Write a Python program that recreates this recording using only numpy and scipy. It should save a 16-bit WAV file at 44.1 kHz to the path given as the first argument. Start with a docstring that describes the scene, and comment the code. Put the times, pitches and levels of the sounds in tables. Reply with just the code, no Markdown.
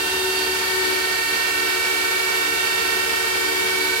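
"""Computer fans at full speed

A computing machine runs flat out on a wooden table in a small room. Two five-bladed front fans turn
at almost the same speed, so their whines beat. The rear fans hum, three small power-supply fans
whistle, and air roars through the case over a faint mains hum. The tones swell and fade as the
microphone drifts through their standing waves."""
import sys
import numpy as np
from scipy import signal
from scipy.fft import rfft, irfft
from scipy.io import wavfile

SR = 44100
rng = np.random.default_rng(int(sys.argv[2]) if len(sys.argv) > 2 else 0)


def bounce(signal):
    """Save signal as a 16-bit WAV file at the path given by the first command-line argument."""
    frames = np.transpose(np.atleast_2d(signal))
    limited = np.clip(frames, -1, 1)
    pcm = np.round(limited * 32767).astype(np.int16)
    wavfile.write(sys.argv[1], SR, pcm)


N = 176400


def from_db(db):
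    """Decibels to gain."""
    return 10 ** (np.asarray(db) / 20)


def in_time(rows):
    """Columns of a curve at every sample."""
    s, *columns = np.transpose(rows)
    return np.array([np.interp(np.arange(N) / SR, s, c) for c in columns])


def at_hz(rows, hz):
    """Columns of a spectrum, read on a log-frequency axis."""
    points, *columns = np.transpose(rows)
    return np.array([np.interp(np.log(hz + 1e-9), np.log(points), c) for c in columns])


def drift(rate_hz):
    """Unit-spread random motion, low-passed at rate_hz."""
    control_hz = 500
    pole = np.exp(-2 * np.pi * rate_hz / control_hz)
    slow = signal.lfilter([1], [1, -2 * pole, pole * pole], rng.standard_normal(6000))[2000:]
    return np.interp(np.arange(N) / SR * control_hz, np.arange(len(slow)), slow / slow.std())


def standing_waves(hz, echo_gain=0.43, fades_per_s_per_khz=0.2, shared_below_hz=380):
    """Direct sound plus echoes at moving ears: long waves fade slowly and alike, short fast and apart."""
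    rate_hz = fades_per_s_per_khz * hz / 1000
    shared, left, right = (drift(rate_hz) + 1j * drift(rate_hz) for _ in range(3))
    alike = 1 / (1 + (hz / shared_below_hz) ** 2)
    echoes = np.sqrt(alike) * shared + np.sqrt(1 - alike) * np.array([left, right])
    field = 1 + echo_gain * (echoes - echoes.mean(axis=1, keepdims=True))
    return field / np.sqrt(np.mean(abs(field) ** 2, axis=1, keepdims=True))


def swell(rows):
    """Complex gain of a tone along the microphone's path; a single level column serves both ears."""
    columns = in_time(rows)
    left_lead_rad = columns[2:].sum(axis=0)
    return from_db(columns[:2]) * np.exp(1j * left_lead_rad * [[1], [0]])


# Each row: time in seconds, microphone closeness (1 at the grille, 0 backed off to the side).
CLOSENESS = [(0, 1), (.6, 1), (1.2, 0.05), (3.4, 0), (4, 0.36)]

def fan(shaft_hz, tones, swells, flutter_depth, flutter_hz=9.7, wander_share=0.000231, wander_hz=1.5):
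    """Shaft harmonics shaken by blade turbulence; their mix shifts as the microphone moves."""
    speed_hz = shaft_hz * (1 + wander_share * drift(wander_hz))
    shaft_rad = 2 * np.pi * np.cumsum(speed_hz) / SR
    closeness = in_time(CLOSENESS)[0]
    out = np.zeros((2, N))
    for harmonic, left_db, right_db, lead_rad, close_db in tones:
        hz = harmonic * speed_hz.mean()
        room = swell(swells[harmonic]) if harmonic in swells else standing_waves(hz)
        flutter = 1 + flutter_depth * (drift(flutter_hz) + 1j * drift(flutter_hz))
        phase_rad = harmonic * shaft_rad + rng.uniform(0, 2 * np.pi)
        tone = from_db(close_db * closeness) * flutter * np.exp(1j * phase_rad)
        left, right = from_db([[left_db], [right_db]]) * room * tone
        centring = 0.83 * closeness * (hz < 1200)  # head-on, long waves reach both ears nearly in step
        out += np.sqrt(2) * np.real([left * np.exp(1j * lead_rad * (1 - centring)), right])
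    return out


# Each row: shaft harmonic, left and right level in dB, left lead in rad, change when close in dB.
UPPER_TONES = [(5, -43, -42, 1.1, -2), (8, -54, -47, 1.6, -2), (10, -49, -41, 1.4, -1),
               (15, -43.5, -37, 0.7, -2), (20, -34, -34, 2.9, -1), (25, -38, -34, 0.7, 0),
               (30, -39, -37.5, -0.1, -2), (35, -44, -41, 1.7, -1), (40, -45, -40, -2.5, -6),
               (45, -46, -42, 0, 0), (50, -48, -43, -2.1, -2), (55, -56, -44, 1.4, -3)]
LOWER_TONES = [(1, -58, -57, -0.1, -4), (4, -49, -46, -0.1, -9), (5, -44, -40, -1.7, 0),
               (8, -48, -63, 1.5, 2), (10, -34, -39, 2.6, -4), (12, -51, -44, -2.7, -14),
               (15, -44, -52, 2.1, 0), (20, -31, -27, -2.2, 0), (25, -33, -31, 1.1, 0),
               (30, -38, -35, -1.1, 0), (35, -47, -45, 1.5, 5), (40, -46, -39, -2.2, 1),
               (45, -51, -39, 2.4, 0), (50, -44, -40, -0.9, 2), (60, -53, -47, 2.2, -1)]
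# Swells of single tones. Each row: time in seconds, left and right gain in dB.
LOW_WHINE_LEVEL = [(0, -4.5, -3.5), (.25, -6, -6), (.65, 3, -5), (.87, 7.5, 0), (1.12, -13, 3.5),
                   (1.35, -3, 3.5), (2.2, 3, 0.5), (2.8, -2, 3), (4, -3, -1.5)]
HIGH_WHINE_LEVEL = [(0, 1, -32), (0.5, -38, -2), (0.9, 1, -2), (1.2, 3, -8), (1.85, 3, 4), (2.3, -2.5, 5.5),
                    (3.1, 2.5, -7.5), (3.6, 5.5, -7), (4, 2, 4)]
BEATING_WHINE_LEVEL = [(0, -22, -14), (0.4, -18, -2), (0.7, 3, -5), (1.1, 0, -2), (1.7, -7, -4),
                       (2.3, 0.5, -3), (3.2, -9, -2.5), (3.8, 1, 6.5), (4, -3, 7.5)]
# Each row: time in seconds, left and right gain in dB, extra left lead in rad.
MELLOW_WHINE_LEVEL = [(.45, 8, 1, 3), (.8, -21, 1.5, 1), (2, 0, 1.5, 0.5), (2.9, 4, 4, 1), (4, -8, -4.5, 0)]
UNDER_WHINE_LEVEL = [(0, 1, -3.5, -2), (.8, -1, -1, -1.3), (1.2, -4, -2.5, -1), (3, 0.5, 2.5, 0.4),
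                     (4, 1, 1, 0.1)]
# Each row: time in seconds, gain at both ears in dB.
DRONE_LEVEL = [(0, -2), (.8, 1), (1.2, -1), (4, 1.5)]
TOP_WHINE_LEVEL = [(.4, 6), (.8, -6.5), (1.1, -0.5), (1.5, 3), (2, -1), (2.6, 2.5), (3.5, -13)]
KEEN_WHINE_LEVEL = [(.3, 6), (1, -5), (1.8, 3), (2.7, 3.5), (3.15, 0), (3.9, 3.5)]
THIN_WHINE_LEVEL = [(0, 3), (.5, -3), (1, 1.5), (2.4, -2), (3.6, -10), (3.85, 7.5), (4, 1)]
WHISTLE_CLUSTER_LEVEL = [(0, -1.4), (.75, 0.43), (1, -1), (2.2, -3.1), (3.5, 0.34), (4, -1)]
# Each entry: shaft harmonic, its swell.
UPPER_SWELLS = {15: MELLOW_WHINE_LEVEL, 20: UNDER_WHINE_LEVEL, 25: BEATING_WHINE_LEVEL, 45:
                THIN_WHINE_LEVEL}
LOWER_SWELLS = {10: DRONE_LEVEL, 20: LOW_WHINE_LEVEL, 25: HIGH_WHINE_LEVEL, 30: TOP_WHINE_LEVEL, 40:
                KEEN_WHINE_LEVEL, 50: WHISTLE_CLUSTER_LEVEL}

def front_fans(upper_shaft_hz=90.3, lower_shaft_hz=91.68):
    """Two five-bladed fans at nearly equal speed, so their whines beat."""
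    upper = fan(upper_shaft_hz, UPPER_TONES, UPPER_SWELLS, flutter_depth=0.072)
    lower = fan(lower_shaft_hz, LOWER_TONES, LOWER_SWELLS, flutter_depth=0.072)
    return from_db(1) * upper + from_db(-0.5) * lower


# Each row: shaft harmonic, left and right level in dB, left lead in rad, change when close in dB.
REAR_TONES = [(1, -54, -55, 0, 0), (5, -30, -35, 1.6, 0), (10, -52, -54, 0.9, 8), (15, -54, -45, -0.3, 0),
              (20, -42, -38, 2.0, -1), (25, -54, -47, -2.3, -4)]
# Each row: time in seconds, shaft speed in Hz.
REAR_SPEED = [(0, 75.3), (1.65, 74.75), (2.35, 75.05), (4, 75.1)]
# Each row: time in seconds, left and right gain in dB. The bass is strongest near the case.
HUM_LEVEL = [(0, -1, -3), (.22, 7, 8), (.55, 0, 0), (.88, 5, 0.5), (1.15, -1, -4), (1.43, -5, -2),
             (1.7, -0.5, 1.5), (1.87, -4, 0.5), (2.05, -0.5, -1), (2.75, -3.5, -2), (3, -1.5, -2.5),
             (3.3, -1.5, -4.5), (3.7, 3, 1.5), (4, 1, 1.5)]
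BASS_LEVEL = [(.5, 5, 3.5), (1.3, 0.5, -0.5), (2.2, 1, -4), (3, 2.5, -1.5)]
# Each entry: shaft harmonic, its swell.
REAR_SWELLS = {1: BASS_LEVEL, 5: HUM_LEVEL}

def rear_fans():
    """Slower fans on one shared speed, humming mainly at the fifth shaft harmonic."""
    return from_db(-0.5) * fan(in_time(REAR_SPEED)[0], REAR_TONES, REAR_SWELLS, flutter_depth=0.16)


# Each row: shaft harmonic, left and right level in dB, left lead in rad, change when close in dB.
SUPPLY_TONES = [(1, -51.5, -49.5, .3, 0), (5, -43.5, -42, .5, 0), (8, -55, -53, 0, 0),
                (10, -51, -49, 0, -1), (15, -45.5, -43.5, -.6, 1), (25, -54, -52, 0, -3),
                (35, -59, -58, 0, -2)]
# One list per fan. Each row: time in seconds, shaft speed in Hz.
SUPPLY_SPEEDS = [
    [(.6, 302.1), (1.7, 302.4), (3.1, 303.2), (4, 302.5)],
    [(.8, 304.4), (1.2, 305.2), (2.6, 304.8), (3.4, 305.5)],
    [(1.5, 306.6), (2.2, 307.3), (2.9, 305.3), (3.4, 306.2)],
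]
# Each row: time in seconds, left and right gain in dB.
PIERCING_WHISTLE_LEVEL = [(.15, -6, -1), (.42, -1, 12), (.7, -5, 7.5), (1.2, -2, 10), (1.55, 10, 2),
                          (2.15, 0, -1), (2.75, 10, 6), (3.3, -12, -8), (3.85, -4, 8), (4, -3, -2)]
# One entry per fan: shaft harmonic, its swell.
SUPPLY_SWELLS = [{15: PIERCING_WHISTLE_LEVEL}, {15: WHISTLE_CLUSTER_LEVEL}, {15: WHISTLE_CLUSTER_LEVEL}]
# One gain per fan in dB.
SUPPLY_GAINS_DB = [0.5, -0.7, -1.5]

def supply_fans():
    """Three small, fast power-supply fans whose whistles slide past one another."""
    return sum(from_db(gain_db) * fan(in_time(speed)[0], SUPPLY_TONES, swells, flutter_depth=0.34)
               for speed, swells, gain_db in zip(SUPPLY_SPEEDS, SUPPLY_SWELLS, SUPPLY_GAINS_DB))


# Each row: frequency in Hz, left and right noise density in dB per Hz.
ROAR_SPECTRUM = [(20, -88.8, -85), (71, -82, -83), (109, -77, -75), (165, -76.5, -73), (221, -69, -68.5),
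                 (240, -72.5, -73.5), (298, -75, -64), (326, -65.5, -69), (367, -72, -56),
                 (458, -62.5, -60), (550, -66.5, -67), (723, -69.5, -65), (930, -62, -63.5),
                 (1490, -65.5, -59.5), (1810, -64, -62), (1810, -60, -66), (2170, -67, -59.5),
                 (3130, -66, -60.5), (4540, -65.5, -63.5), (5350, -69.5, -64), (7300, -72, -69.5),
                 (7560, -71.5, -65), (8000, -69, -71), (10600, -69.5, -72), (10500, -72, -68.5),
                 (13000, -73, -72.5), (15600, -81.5, -75)]
# Each row: frequency in Hz, left-right correlation.
ROAR_CORRELATION = [(160, 0.87), (270, 1), (450, 0.027), (740, 0.67), (1200, -0.052), (2000, -0.44),
                    (3300, -0.075), (12000, -0.0098)]
# Each row: time in seconds, left and right gain in dB.
MIDRANGE_LEVEL = [(0, -1, -2.3), (.9, 0, -2.5), (1.4, -0.3, -1.5), (2.4, -1.5, -1.1), (3.2, -0.8, -1),
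                  (4, -0.7, -1.5)]

def air_roar(bass_edge_hz=180, treble_edge_hz=5300, gust_db=0.96, gust_hz=16):
    """Turbulent air coloured by case and room, alike at both ears in the bass and diffuse above."""
    hz = np.arange(N // 2 + 1) * SR / N
    mid, side = rfft(rng.standard_normal((2, N))) * np.sqrt(SR) / 2
    alike = np.clip(at_hz(ROAR_CORRELATION, hz), -1, 1)
    noise = np.sqrt(1 + alike) * mid + np.sqrt(1 - alike) * side * [[1], [-1]]
    air = from_db(at_hz(ROAR_SPECTRUM, hz)) * noise
    bass = 1 / (1 + (hz / bass_edge_hz) ** 6)
    below_treble = 1 / (1 + (hz / treble_edge_hz) ** 6)
    out = irfft(air * (1 - below_treble), N)  # steady hiss
    for band, level in (bass, BASS_LEVEL), (below_treble - bass, MIDRANGE_LEVEL):
        gain_db = in_time(level) + gust_db * drift(gust_hz)
        out += irfft(air * band, N) * from_db(gain_db)
    return out


def mains_hum(hz=100, rms_db=-64.5):
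    """Faint, steady hum of the power supply."""
    return from_db(rms_db) * np.sqrt(2) * np.sin(2 * np.pi * hz * np.arange(N) / SR)


def scene():
    """Fans, air and mains hum, all running throughout."""
    return front_fans() + rear_fans() + supply_fans() + air_roar() + mains_hum()


def record(dry):
    """Steep low-pass on the top treble."""
    cutoff_hz = 15800
    return signal.sosfilt(signal.ellip(12, .1, 90, cutoff_hz, fs=SR, output="sos"), dry)


dry = scene()
out = record(dry)
bounce(out)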